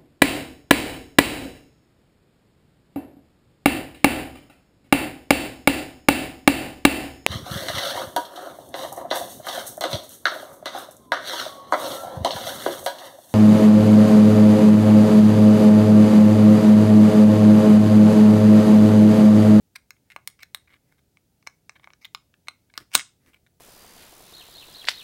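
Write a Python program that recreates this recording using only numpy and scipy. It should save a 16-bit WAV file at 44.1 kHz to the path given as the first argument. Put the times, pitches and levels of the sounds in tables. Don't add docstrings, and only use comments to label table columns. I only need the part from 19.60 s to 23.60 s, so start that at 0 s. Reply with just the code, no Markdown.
import sys
import numpy as np
from scipy import signal
from scipy.fft import rfft, irfft
from scipy.io import wavfile

SR = 44100
rng = np.random.default_rng(int(sys.argv[2]) if len(sys.argv) > 2 else 0)


def int16_out(signal):
    q = np.round(np.clip(np.atleast_2d(signal).T, -1, 1) * 32767)
    wavfile.write(sys.argv[1], SR, q.astype(np.int16))


N = 176400

# frequency in Hz, relative level in dB.
BED_TONE = [(15, -43), (25, -22), (58, -2.5), (127, -1), (326, -11), (936, -22), (1100, -36.5),
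            (1190, -27.5), (1400, -28), (2050, -29.5), (2550, -28.5), (3250, -28.5), (4490, -27.5),
            (14800, -29.5), (16000, -25.5)]
# frequency in Hz, t60 in seconds.
ROOM_DECAY = [(150, 0.25), (700, 0.19), (2000, 0.24), (5000, 0.25), (9000, 0.21), (16000, 0.087)]
# frequency in Hz, gain in dB.
ROOM_TONE = [(100, -26), (700, -16.5), (2000, -19.5), (4500, -22), (8000, -17), (15000, -22)]
# delay in seconds, gain in dB.
REFLECTIONS = [(.0034, -19), (.0068, -20), (.0125, -27), (.0255, -27)]
# start in seconds, length in seconds, level in dB.
FINGER_RUBS = [(0.447, 0.064, -76), (1.06, 0.13, -69), (1.213, 0.19, -73.5), (2.117, 0.26, -73.5),
               (3.18, .06, -55), (3.59, 0.19, -67.5), (3.665, .045, -63)]
# frequency in Hz, relative level in dB.
RUB_TONE = [(100, 5), (300, 8.5), (800, -10), (2100, 1), (3200, -12.5), (4500, -12), (7000, -15.5),
            (9000, -12), (16000, -14)]
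# start in seconds, relative level in dB, t60 in seconds.
HOUSING_THUMPS = [(.563, -58, 0.024), (1.872, -59, 0.029), (2.884, -61, 0.037), (3.177, -53, 0.056),
                  (3.207, -60, 0.083), (3.352, -38.5, 0.041), (3.365, -50, 0.14)]
# frequency in Hz, relative level in dB, t60 in seconds.
TOOL_MODES = [(780, -14.5, .010), (1168, 6.5, 0.009), (1440, -23, 0.091), (1635, 0, 0.0082),
              (2207, 5.5, 0.015), (2500, -5.5, 0.0088), (3798, 5.5, 0.0083), (4125, -9, 0.036),
              (5200, 2.5, .008), (6900, -4, 0.0081), (8316, 6, 0.01), (10230, -4.5, 0.014),
              (13630, -5, 0.0054)]
BAND_STARTS_HZ = (560, 1450, 3000, 6500)
# start in seconds, length in seconds, body level in dB before the trim,
# then knock, steel ring and top tick in dB relative to the body.
RASPS = [(.153, 0.013, -38, -19.5, -7, -8), (0.363, 0.0082, -65, -20, -19, -20),
         (0.5, 0.034, -49, -22, -18, -14.5), (0.517, 0.0093, -48, -22, -15, -20),
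         (.791, 0.0058, -53, -17, -9, -25), (0.801, 0.031, -50.5, -22, -11, -16),
         (0.829, .005, -39.5, -20, -5, -8.5), (1.074, 0.0089, -56, -15, -19, -25),
         (1.087, 0.088, -59, -15.5, -22, -24), (1.134, 0.009, -54.5, -16, -29, -15),
         (1.318, .012, -63.5, -3, -19, -8), (1.378, 0.023, -68.5, -7, -15, -11),
         (1.866, 0.0077, -46, -2.5, -6.5, -12), (2.152, 0.019, -53, -9, -13, -22),
         (2.223, 0.033, -62, -5, -15, -22), (2.41, 0.062, -58, -16, -8, -12),
         (2.446, .009, -38, -23, -3.5, -12.5), (2.869, 0.013, -52.5, -10, -12, -18),
         (2.8836, 0.0016, -34, -20, 0.5, -11), (3.097, .007, -59, -19, -17, -19),
         (3.138, 0.039, -60, -9, -13, -12), (3.307, 0.074, -52.5, -7, -5, -9),
         (3.334, 0.017, -37, -11, 1, -1), (3.365, 0.049, -35.5, -22, -9, -21),
         (3.66, 0.0042, -67, -4, 1.5, -5), (3.731, .018, -54, -12.5, -27.5, -15.5),
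         (3.749, .026, -66, -10, -13.5, -12), (3.864, 0.0088, -59, -17, -10, -12.5)]
# start in seconds, body level in dB before the trim,
# then knock, steel ring and top tick in dB relative to the body.
SHANK_CLICKS = [(0.3064, -42.5, -18.5, -2.5, -8), (0.5624, -37, 1, -16, -15.5),
                (0.675, -37.5, -8.5, 3, 6.5), (0.9472, -34.5, -10, 2, 0.5), (1.571, -54, -18, -26, -16.5),
                (1.8259, -64, -3.5, -3, -20.5), (1.8722, -34.5, -6, -3.5, -19),
                (2.0947, -41, -10.5, -3, -31), (2.1969, -59, -1, -20, -21),
                (2.2431, -46.5, -13, -12.5, -27), (2.2736, -47, 1, -21, -28),
                (2.3036, -53.5, -4.5, -12, -27), (2.3345, -53, -12.5, -2.5, -23),
                (2.5479, -31.5, -25, -5.5, -15.5), (2.7403, -56.5, -23, -17, -29),
                (2.8838, -35.5, -8, -11, -19), (3.1389, -56.5, -3, 2.5, -21), (3.1772, -32, -10, -1, -6.5)]
HARD_SNAP = [(3.3485, -31.5, -4, 0.13, 3.5), (3.3516, -11.5, -15.5, 0.93, 4), (3.3594, -33.5, -11.5, 0, -2)]

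BED_DB = -67.5
DETUNE, STRIKE_SPREAD_DB = 0.011, 3
CRACK_DB, CRACK_T60 = 15.5, 0.0059
GRAINS_PER_S, GRAIN_SPREAD_DB = 1500, 5.5
CHATTER, CHATTER_DECAY_S = 0.22, 0.0004
LEVEL_WINDOW_S = 0.0081
CLICK_TRIM_DB, RASP_TRIM_DB = -2.5, -3
CEILING, TOP_HZ = 1.05, 16300


def amp(db):
    return 10 ** (np.asarray(db) / 20)


def unit_rms(x):
    return x / np.sqrt(np.mean(x ** 2) + 1e-20)


def curve_at(points, hz):
    point_hz, values = np.transpose(points)
    return np.interp(np.log(hz + 1), np.log(point_hz), values)


def add(mix, start, sound):
    part = mix[round(start * SR):][:len(sound)]
    part += sound[:len(part)]


def equalise(x, tone):
    return irfft(rfft(x) * amp(curve_at(tone, np.fft.rfftfreq(len(x), 1 / SR))), len(x))


def band(x, lo_hz, hi_hz, order=3):
    return signal.sosfilt(signal.butter(order, [lo_hz, hi_hz], "band", fs=SR, output="sos"), x)


def noise_bed():
    return amp(BED_DB) * unit_rms(equalise(rng.standard_normal(N), BED_TONE))


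def room(x):
    hz, t, spectrum = signal.stft(rng.standard_normal(SR // 2), SR, nperseg=256)
    fade = amp(-60 * t / curve_at(ROOM_DECAY, hz)[:, None])
    tail = signal.istft(spectrum * fade, SR, nperseg=256)[1]
    tail *= np.minimum(np.arange(len(tail)) / SR / 0.0059, 1)
    response = equalise(tail / np.linalg.norm(tail), ROOM_TONE)[:SR * 2 // 5]
    for delay, db in REFLECTIONS:
        add(response, delay, amp([db]))
    return signal.fftconvolve(x, response)[:N]


def finger_rubs():
    swell = np.zeros(N)
    for start, length, db in FINGER_RUBS:
        add(swell, start, amp(db) * np.sqrt(np.hanning(round(length * SR))))
    grains = rng.standard_normal(N) * amp(6.1 * rng.standard_normal(N))
    return swell * unit_rms(equalise(grains, RUB_TONE))


def housing_thumps():
    out, t = np.zeros(N), np.arange(SR // 4) / SR
    for start, db, t60 in HOUSING_THUMPS:
        fade = amp(-60 * t / t60)
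        thud = band(fade * rng.standard_normal(len(t)), lo_hz=110, hi_hz=450, order=2)
        gain = 2 * amp(db) * np.sqrt(np.mean(fade ** 2))
        add(out, start, gain * unit_rms(thud))
    return out


def holder_ring(force, window_s, level_db, tone_db):
    t = np.arange(len(force)) / SR
    response = amp(CRACK_DB - 60 * t / CRACK_T60) * rng.standard_normal(len(t))
    for hz, db, t60 in TOOL_MODES:
        pitch, strength = rng.standard_normal(2)
        fade = amp(db + STRIKE_SPREAD_DB * strength - 60 * t / t60)
        response += fade * np.sin(2 * np.pi * hz * (1 + DETUNE * pitch) * t)
    ringing = signal.fftconvolve(force, response)[:len(t)]
    knock, steel, tick = tone_db
    gains = amp(level_db + np.array([knock, 0, steel, tick])) * [1, -1, 1, -1]
    edges = [*BAND_STARTS_HZ, TOP_HZ]
    bands = [gain * unit_rms(band(ringing, lo, hi)) for lo, hi, gain in zip(edges, edges[1:], gains)]
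    return sum(bands) * np.sqrt(window_s * SR / len(t))


def rasps():
    out, t = np.zeros(N), np.arange(SR // 4) / SR
    for start, length, level_db, *tone_db in RASPS:
        onsets = rng.random(len(t)) < GRAINS_PER_S / SR
        grains = onsets * amp(GRAIN_SPREAD_DB * rng.standard_normal(len(t)))
        swell = np.sqrt(abs(np.sin(np.pi * np.minimum(t / length, 1))))
        force = (grains + 0.061) * rng.standard_normal(len(t)) * swell
        window_s = max(length, LEVEL_WINDOW_S)
        add(out, start, holder_ring(force, window_s, level_db + RASP_TRIM_DB, tone_db))
    return out


def shank_clicks():
    out, t = np.zeros(N), np.arange(SR // 6) / SR
    for start, level_db, *tone_db in [*SHANK_CLICKS, *HARD_SNAP]:
        chatter = CHATTER * np.exp(-t / CHATTER_DECAY_S) * rng.standard_normal(len(t))
        force = (t == 0) + chatter
        add(out, start, holder_ring(force, LEVEL_WINDOW_S, level_db + CLICK_TRIM_DB, tone_db))
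    return out


def scene():
    tool = shank_clicks() + rasps() + housing_thumps() + finger_rubs()
    return (noise_bed() + room(tool) + tool)[None]


def record(dry):
    lowpass = signal.firwin(255, TOP_HZ, window=("kaiser", 8), fs=SR)
    return signal.oaconvolve(np.clip(dry, -CEILING, CEILING), lowpass[None], "same")


dry = scene()
out = record(dry)
int16_out(out)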